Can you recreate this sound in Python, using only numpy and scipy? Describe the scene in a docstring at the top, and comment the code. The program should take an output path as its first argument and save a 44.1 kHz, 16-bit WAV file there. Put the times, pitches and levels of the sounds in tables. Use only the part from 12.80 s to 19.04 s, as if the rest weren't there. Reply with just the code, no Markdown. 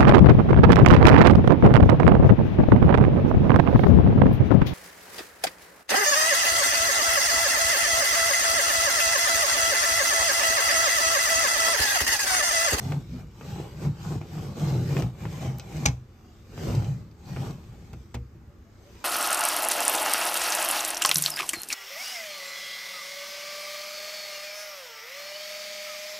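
"""In a small room, close to the microphone, a wooden desk's slatted roll top is pulled down in uneven pushes.
Slat ends scrape and rattle as coloured friction noise while a gliding judder note and low noise boom.
Clacks, ticks and one sharp knock are noise bursts ringing the slats; thumps ring the hollow desk.
After the knock the curtain slides on, settles with a softer bump and creaks faintly over a steady hush."""
import sys
import numpy as np
from scipy import signal
from scipy.fft import rfft, irfft, next_fast_len
from scipy.io import wavfile
from scipy.ndimage import uniform_filter1d, map_coordinates

SR = 44100
rng = np.random.default_rng(int(sys.argv[2]) if len(sys.argv) > 2 else 0)


def wav_out(sig):
    """Save sig, one row per channel (or a flat mono array), as 16-bit PCM at SR to the path in sys.argv[1]."""
    wavfile.write(sys.argv[1], SR, np.round(np.clip(np.atleast_2d(sig).T, -1, 1) * 32767).astype(np.int16))


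N = 275239
TIME = np.arange(N) / SR
RING_TIME = TIME[:SR // 2]


def amp(db):
    """Decibels to amplitude."""
    return 10 ** (np.asarray(db) / 20)


def unit(x):
    """Scaled to rms 1."""
    return x / np.sqrt(np.mean(x ** 2) + 1e-20)


def along(points, hz):
    """Read a curve of (frequency, value) points on a log frequency axis."""
    point_hz, values = np.transpose(points)
    return np.interp(np.log(hz + 1), np.log(point_hz + 1), values)


def curves(rows):
    """One value per sample for each column after the time."""
    s, *columns = np.transpose(rows)
    return [np.interp(TIME, s, column) for column in columns]


def wobble(knots_per_s):
    """A smooth random curve through evenly spaced random knots."""
    return map_coordinates(rng.standard_normal(4096), [TIME * knots_per_s], mode="wrap")


def filtered(x, response):
    """x times a response of frequency."""
    n = x.shape[-1]
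    padded = next_fast_len(n + 8192)
    spectrum = rfft(x, padded) * response(np.fft.rfftfreq(padded, 1 / SR))
    return irfft(spectrum, padded)[..., :n]


def causal(x, gain_db, size=2048):
    """x through a minimum-phase filter with the given dB curve."""
    log_gain = gain_db(np.fft.rfftfreq(size, 1 / SR)) * np.log(10) / 20
    cepstrum = irfft(log_gain)
    # folding the cepstrum forward leaves nothing sounding before the onset
    cepstrum[1:size // 2] *= 2
    cepstrum[size // 2 + 1:] = 0
    impulse = irfft(np.exp(rfft(cepstrum)))
    return signal.fftconvolve(x, impulse[None], axes=1)[:, :x.shape[1]]


def add(track, s, sound):
    """Mix a sound in at time s."""
    part = track[:, round(s * SR):][:, :sound.shape[-1]]
    part += sound[..., :part.shape[1]]


# likeness of left and right: pitch_hz, correlation (1 = identical)
LIKENESS = [(100, 0.98), (300, 0.94), (640, 0.69), (1000, 0.41), (1700, 0.21), (2500, 0.52), (3600, 0.15),
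            (5500, .2), (7200, 0.55), (9000, 0.067), (13000, 0.31)]


def stereo(pair, gain):
    """Two unrelated signals, coloured and blended into left and right, rms 1."""
    def mid_side_gain(hz):
        turn = np.arccos(np.clip(along(LIKENESS, hz), -1, 1)) / 2
        return gain(hz) * np.array([np.cos(turn), np.sin(turn)])

    mid, side = filtered(pair, mid_side_gain)
    return unit(np.array([mid + side, mid - side]))


def tail(decays):
    """A stereo noise tail, left energy 1, in which each frequency dies at its own speed."""
    noise = stereo(rng.standard_normal((2, SR // 2)), np.ones_like)
    hz, t, z = signal.stft(noise, SR, nperseg=128)
    fade = amp(-60 * t / along(decays, hz)[:, None])
    x = signal.istft(z * fade, SR, nperseg=128)[1][:, :SR // 2]
    return x / np.linalg.norm(x[0])


# hand pushes: start_s (full speed), rise_s, hold_s, release_s, scrape_db, rattle_db, boom_db,
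# note_hz (judder, before it sags); levels are before the layer trims in slide()
HAND_PUSHES = [(0.029, 0.13, .025, 0.18, -49.5, -41.5, -27.5, 135),
               (0.104, 0.087, .015, 0.14, -51.5, -41.5, -29, 157.9),
               (0.338, 0.22, .06, 0.11, -59, -51, -38, 172),
               (0.675, 0.21, .04, 0.1, -53.5, -49.5, -34.5, 148),
               (0.753, 0.24, 0.056, 0.35, -53, -45.5, -40.5, 150),
               (1.03, .12, .025, 0.087, -51, -40, -23.5, 154.8),
               (1.244, 0.16, 0.094, 0.14, -51, -41.5, -30.5, 150.9),
               (1.54, .19, .11, 0.29, -53.5, -45.5, -34, 150),
               (1.796, 0.098, 0.087, 0.18, -48, -38.5, -25, 150),
               (1.93, 0.077, 0.017, 0.32, -51.5, -39, -23, 133.8),
               (2.106, 0.24, 0.086, .09, -47, -39.5, -26.5, 139.6),
               (2.186, .05, 0.013, .14, -49, -39, -23.5, 133.7),
               (2.424, .12, 0.018, 0.13, -53.5, -45, -30.5, 155.3),
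               (2.511, .12, .06, 0.13, -52.5, -46, -37, 148), (2.627, .12, 0.036, .16, -49, -40, -28, 139),
               (2.965, .27, 0.1, 0.11, -50, -42, -31.5, 148),
               (3.494, 0.97, .12, .30, -68, -61, -59.5, 139.9),
               (3.799, .14, .07, .15, -50, -42.5, -31, 140), (3.88, 0.082, .07, 0.26, -49, -37, -24, 114.8),
               (4.057, 0.082, 0.027, 0.22, -57.5, -52, -29, 142),
               (4.488, 0.14, 0.077, .15, -55.5, -49.5, -34, 138),
               (4.60, .10, .08, 0.15, -52.5, -44.5, -34.5, 142),
               (4.83, .25, .27, 0.79, -65, -60, -49, 155.5),
               (5.498, 0.07, .15, .40, -106.5, -66.5, -53.5, 140.8),
               (6.212, 0.49, .04, 0.18, -59, -53, -56, 140)]


def pushes():
    """Levels of boom, rattle and scrape (dB) and the judder note (Hz): each push rises, holds and dies away."""
    columns = np.transpose(HAND_PUSHES)[:, :, None]
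    start, rise, hold, release, scrape_db, rattle_db, boom_db, note_hz = columns
    edge_db = 20  # scrape growth over the rise, and its fall over the release
    # the heavy curtain starts and stops booming a little after the slats move, and swells and fades faster;
    # the rattle falls between the scrape and the boom
    boom_lag_s, boom_steepness = .033, 1.288
    rattle_lag_s, rattle_steepness = 0.0086, 1.076
    sag_hz_per_s, sag_s = 90, .2  # the note sinks as a push spends itself, for at most this long

    def fade_db(t):
        before, after = (start - t) / rise, (t - start - hold) / release
        return edge_db * np.clip(np.maximum(before, after), 0, 10)

    t = TIME[::64]
    scrapes = amp(scrape_db - fade_db(t)) ** 2
    rattles = amp(rattle_db - rattle_steepness * fade_db(t - rattle_lag_s)) ** 2
    booms = amp(boom_db - boom_steepness * fade_db(t - boom_lag_s)) ** 2
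    levels = [10 * np.log10(power.sum(axis=0)) for power in (booms, rattles, scrapes)]
    # pushes share the note by boom power, so the strongest leads
    notes = note_hz - sag_hz_per_s * np.clip(t - start, 0, sag_s)
    note = np.sum(booms * notes, axis=0) / booms.sum(axis=0)
    return curves(np.transpose([t, *levels, note]))


def grains(hits_per_s, spread_db, smooth):
    """Tiny contacts of scattered size on a bed of smooth friction."""
    struck = rng.random((2, N)) < hits_per_s / SR
    sizes = rng.standard_normal((2, N)) * amp(spread_db * rng.standard_normal((2, N)))
    return unit(struck * sizes) + smooth * rng.standard_normal((2, N))


def patchy(pair, depth_db):
    """The resonances shift as each slat passes a new spot of the groove."""
    z = signal.stft(pair, nperseg=1024)[2]
    field = uniform_filter1d(rng.standard_normal(z.shape[1:]), size=4, axis=0)  # across frequency
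    field = uniform_filter1d(field, size=10, axis=1)  # across time
    return signal.istft(z * amp(depth_db * unit(field)), nperseg=1024)[1][:, :N]


# ring of the slats, rubbed or struck: pitch_hz, level_db (relative, used only when struck)
SLAT_MODES = [(335, -4), (813, 0), (1394, -2), (1550, -6), (2187, 0), (2377, -3), (2562, 0), (2886, -5),
              (3223, -9), (3553, -8), (3801, -8), (3976, -5), (4760, -6), (5263, -4), (5810, -5),
              (6122, -3), (6336, -4), (6606, -6)]


def rubbed(spectrum, lift_db, width_hz):
    """Gain of rubbed wood: a broad spectrum, lifted at each slat mode."""
    def gain(hz):
        peaks = [1 / (1 + ((hz - mode_hz) / width_hz) ** 2) for mode_hz, _ in SLAT_MODES]
        return amp(along(spectrum, hz) + lift_db * np.max(peaks, axis=0))

    return gain


# colours of the slide, each: pitch_hz, level_db (per Hz, relative)
# low boom of the curtain over the desk
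BOOM_COLOUR = [(30, -30), (55, -16), (105, 1.5), (135, -1), (170, 2), (210, -9.5), (260, -20), (330, -24.5),
               (700, -65)]
# deep rocking of the carcass
SWAY_COLOUR = [(20, -23.5), (45, -7.5), (85, -2), (125, -15), (300, -55.5)]
# loose slats rattling
RATTLE_COLOUR = [(120, -35.5), (200, -4), (254, 0), (291, -9), (336, -3), (641, -12), (789, -12),
                 (932, -15), (1220, -16), (1370, -24), (2400, -37), (3120, -42), (5280, -120)]
# slat ends scraping in the grooves
SCRAPE_COLOUR = [(820, -30), (1400, -6.5), (2010, -4), (2290, -4.5), (3390, -8), (3750, -8), (4360, -7),
                 (7510, -10.5), (8820, -13), (9190, -19.5), (10100, -40.5), (10800, -19), (11500, -14),
                 (14000, -18), (15500, -20.5)]


def slide():
    """Slat ends chatter along the grooves by stick-slip and set the curtain booming."""
    boom_db, rattle_db, scrape_db, note_hz = pushes()
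    phase = 2 * np.pi * np.cumsum(note_hz * np.exp(.06 * wobble(55))) / SR
    octave = amp(-23.5 + 6 * wobble(20)) * np.sin(2 * phase)
    judder = unit((np.sin(phase) + octave) * amp(3.9 * wobble(35)))
    rumble = stereo(rng.standard_normal((2, N)), lambda hz: amp(along(BOOM_COLOUR, hz)))
    # the harder the push, the more the stick-slip locks on to one note; a very light one does not start it
    locked = .75 / (1 + np.exp(-(boom_db + 35) / 4))
    started = 1 / (1 + np.exp(-(boom_db + 60) / 3))
    blend = np.sqrt(locked) * judder + np.sqrt(1 - locked) * rumble
    boom = started * amp(boom_db + 0.43) * blend

    # even a light touch rocks the carcass, deep below the judder
    rocking = stereo(rng.standard_normal((2, N)), lambda hz: amp(along(SWAY_COLOUR, hz)))
    sway = amp(-45.5 + 0.23 * (boom_db + 35.0)) * rocking

    # friction swells with every judder and with the uneven grain of the wood
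    grip = unit(amp(1.23 * wobble(70) + 0.37 * locked * np.sin(phase)))
    rattle_grains = patchy(grains(hits_per_s=900, spread_db=1.5, smooth=1.0), depth_db=3.0)
    rattle = stereo(rattle_grains, rubbed(RATTLE_COLOUR, lift_db=3.5, width_hz=10.0))
    scrape_grains = patchy(grains(hits_per_s=1700, spread_db=3.0, smooth=1.727), depth_db=3.0)
    scrape = stereo(scrape_grains, rubbed(SCRAPE_COLOUR, lift_db=3.5, width_hz=44))
    friction = grip * amp(rattle_db + 3.0) * rattle + grip ** 0.25 * amp(scrape_db + 2.5) * scrape
    return boom + sway + friction


def hardened(spectrum, treble_db):
    """A dB curve whose treble rises with the hardness of the contact."""
    return lambda hz: along(spectrum, hz) + treble_db * hz ** 4 / (hz ** 4 + 3500 ** 4)


# decay of the struck wood: pitch_hz, t60_s
WOOD_DECAY = [(300, .16), (1000, .12), (3000, .085), (6000, .07), (12000, .03)]


def blow(colour_db, contact_s, ring_db, wood_db, lag_s):
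    """One contact: snap, brief crunch, slat modes and dense wood ring; its loudest millisecond has rms 1."""
    t = RING_TIME
    hz, db = np.transpose(SLAT_MODES)[:, :, None]
    strength = amp(db + 2 * rng.standard_normal(hz.shape)) * rng.choice([-1, 1], hz.shape)
    decay = amp(-60 * t / along(WOOD_DECAY, hz))
    ring = np.sum(strength * decay * np.sin(2 * np.pi * hz * t), axis=0)
    crunch = rng.standard_normal(len(t)) * np.exp(-t / contact_s)
    snap = .5 * (t == 0)
    direct = snap + crunch / np.linalg.norm(crunch) + amp(ring_db) * ring / np.linalg.norm(ring)
    # the sound reaches the two microphone ports at different moments
    port_lags_s = np.array([[0], [lag_s]])
    pair = filtered(direct, lambda f: np.exp(-2j * np.pi * f * port_lags_s))
    x = causal(pair + amp(wood_db) * tail(WOOD_DECAY), colour_db)
    power = uniform_filter1d(np.mean(x ** 2, axis=0), size=44, mode="constant")  # 1 ms average
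    return x / np.sqrt(power.max())


# slats clacking in the grooves: start_s, level_db (before trim), treble_db
SLAT_CLACKS = [(0.1215, -26, -8), (0.611, -34.5, -19), (1.051, -34, -49), (1.414, -33, -12),
               (1.581, -35, -17), (2.168, -25, -15), (2.223, -28, -2), (2.454, -26.5, -14), (2.797, -38, 2),
               (3.778, -35, -4), (4.563, -35, -23), (4.570, -29.5, -35), (5.132, -39.5, 9),
               (5.137, -38.5, -27), (5.3424, -38, -5), (5.3452, -30.5, 2.5), (5.351, -35, -1)]
# small hard ticks of the slat edges: start_s, level_db, pitch_hz
EDGE_TICKS = [(2.198, -38, 5468), (2.785, -37, 12300), (2.797, -36, 4560), (2.968, -43, 6050),
              (3.9511, -39, 4500), (4.045, -43, 4340), (4.313, -58, 4209), (4.709, -46, 4610)]
# colour of a slat dropping against the groove wall: pitch_hz, level_db (relative)
CLACK_COLOUR = [(30, -22), (150, -1.5), (350, 4.5), (900, -1.5), (1600, -7), (2500, -3), (3800, -12.5),
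                (6000, -13), (14000, -21)]


def clacks():
    """Loose slats drop against the groove walls; their edges tick."""
    out = np.zeros((2, N))
    for s, db, treble_db in SLAT_CLACKS:
        colour_db = hardened(CLACK_COLOUR, treble_db)
        clack = blow(colour_db, contact_s=0.0017, ring_db=-16, wood_db=-3.5, lag_s=.00005)
        add(out, s, amp(db - 2.5) * clack)
    for s, db, pitch_hz in EDGE_TICKS:
        edge_db = lambda hz: -10 * np.log10(1 + ((hz - pitch_hz) / 1300) ** 2)
        tick = blow(edge_db, contact_s=0.0011, ring_db=-3.5, wood_db=-5.5, lag_s=.00002)
        add(out, s, amp(db) * tick)
    return out


# contacts of the sharp knock: start_s, level_db (before trim), treble_db
KNOCK_CONTACTS = [(3.0552, -20, -5), (3.0568, -10.5, -2), (3.0604, -7, 5), (3.0616, -15, -1),
                  (3.0725, -24, -6), (3.086, -26, -6)]
# colour of the hard catch: pitch_hz, level_db (relative)
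CRACK_COLOUR = [(30, -30), (150, -4), (260, 2), (450, -1), (900, -1), (1500, -1), (2400, 0), (3300, -4),
                (4400, -3.5), (5400, 0), (6300, 5), (7500, -6), (13000, -17), (16000, -32)]


def knock():
    """The curtain catches hard on one side, in a quick burst of contacts."""
    out = np.zeros((2, N))
    for s, db, treble_db in KNOCK_CONTACTS:
        colour_db = hardened(CRACK_COLOUR, treble_db)
        contact = blow(colour_db, contact_s=.0009, ring_db=-11, wood_db=-8, lag_s=.00034)
        add(out, s, amp(db - 3.5) * contact)
    return out


# weight of the curtain landing on the desk: start_s, level_db (before trim)
LANDINGS = [(.29, -32), (.435, -35), (1.052, -29), (2.228, -26), (3.053, -17), (3.083, -22), (3.879, -24),
            (3.965, -24), (5.133, -32), (5.344, -27), (5.364, -28), (5.405, -34)]
# ring of the hollow desk: pitch_hz, level_db (relative), t60_s
DESK_MODES = [(48.94, -3.5, 0.31), (65, 4, 0.29), (99.7, -3, 0.37), (125.4, 3, 0.41), (165, -5.5, 0.18),
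              (238.2, 2.5, 0.0797), (242.6, 4, 0.035), (327.6, -8.5, 0.069), (474, -12, 0.17)]


def thumps():
    """The desk carcass rings low, as decaying modes, under the weight of the curtain."""
    out, t = np.zeros((2, N)), RING_TIME
    hz, db, t60 = np.transpose(DESK_MODES)[:, :, None]
    soft_onset = 1 - np.exp(-t / 0.006)
    for s, level_db in LANDINGS:
        strength = amp(db + 0.37 * rng.standard_normal(hz.shape) - 60 * t / t60)
        modes = strength * np.sin(2 * np.pi * (hz * t + rng.random(hz.shape)))
        add(out, s, amp(level_db - 7.5) * modes.sum(axis=0) * soft_onset)
    return out


# creaks of the wood: start_s, pitch_hz (midway), level_db
WOOD_CREAKS = [(0.3, 246, -42), (5.66, 574, -67.5), (5.83, 669, -69), (6.03, 571, -62)]


def creaks():
    """Brief, slightly rising squeaks of wood on wood."""
    out, t = np.zeros((2, N)), TIME[:SR // 10]
    for s, hz, db in WOOD_CREAKS:
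        pitch = hz * (1 + 0.87 * (t - t.mean()) + 0.011 * wobble(140)[:len(t)])
        squeak = np.hanning(len(t)) * np.sin(2 * np.pi * np.cumsum(pitch) / SR)
        add(out, s, amp(db) * unit(squeak))
    return out


# decay of the small room: pitch_hz, t60_s
ROOM_DECAY = [(120, 0.233), (500, 0.22), (3000, 0.19), (12000, 0.21)]


def room(desk):
    """The room answers the desk with a short diffuse tail."""
    return amp(-19) * signal.fftconvolve(desk, tail(ROOM_DECAY), axes=1)[:, :N]


# colour of the background hush: pitch_hz, level_db (per Hz, relative)
HUSH_COLOUR = [(15, -34), (25, -9), (64, 3), (144, -12.5), (221, -3.5), (281, -15.5), (331, -8), (722, -31),
               (1240, -22), (3440, -40.5), (6730, -41), (8810, -58), (10100, -66.5), (12200, -47.5),
               (15500, -52)]


def hush():
    """Steady coloured noise behind everything."""
    return amp(-53.5) * stereo(rng.standard_normal((2, N)), lambda hz: amp(along(HUSH_COLOUR, hz)))


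def scene():
    """The desk, the answer of the room and its steady hush."""
    desk = slide() + clacks() + knock() + thumps() + creaks()
    balance = amp([[.25], [-.25]])  # left a touch louder
    return (desk + room(desk)) * balance + hush()


def record(dry):
    """The microphone sheds the deepest bass, has a notch in the treble and rounds off the highest peaks."""
    notch_hz, width_hz, depth_db = 10050, 750, -26
    bass_hz, top_hz, ceiling = 28, 15500, .85
    coloured = causal(dry, lambda hz: depth_db * np.exp(-((hz - notch_hz) / width_hz) ** 2))
    rounded = coloured / (1 + (coloured / ceiling) ** 6) ** (1 / 6)
    return filtered(rounded, lambda hz: hz ** 4 / (hz ** 4 + bass_hz ** 4) / (1 + (hz / top_hz) ** 200))


dry = scene()
out = record(dry)
wav_out(out)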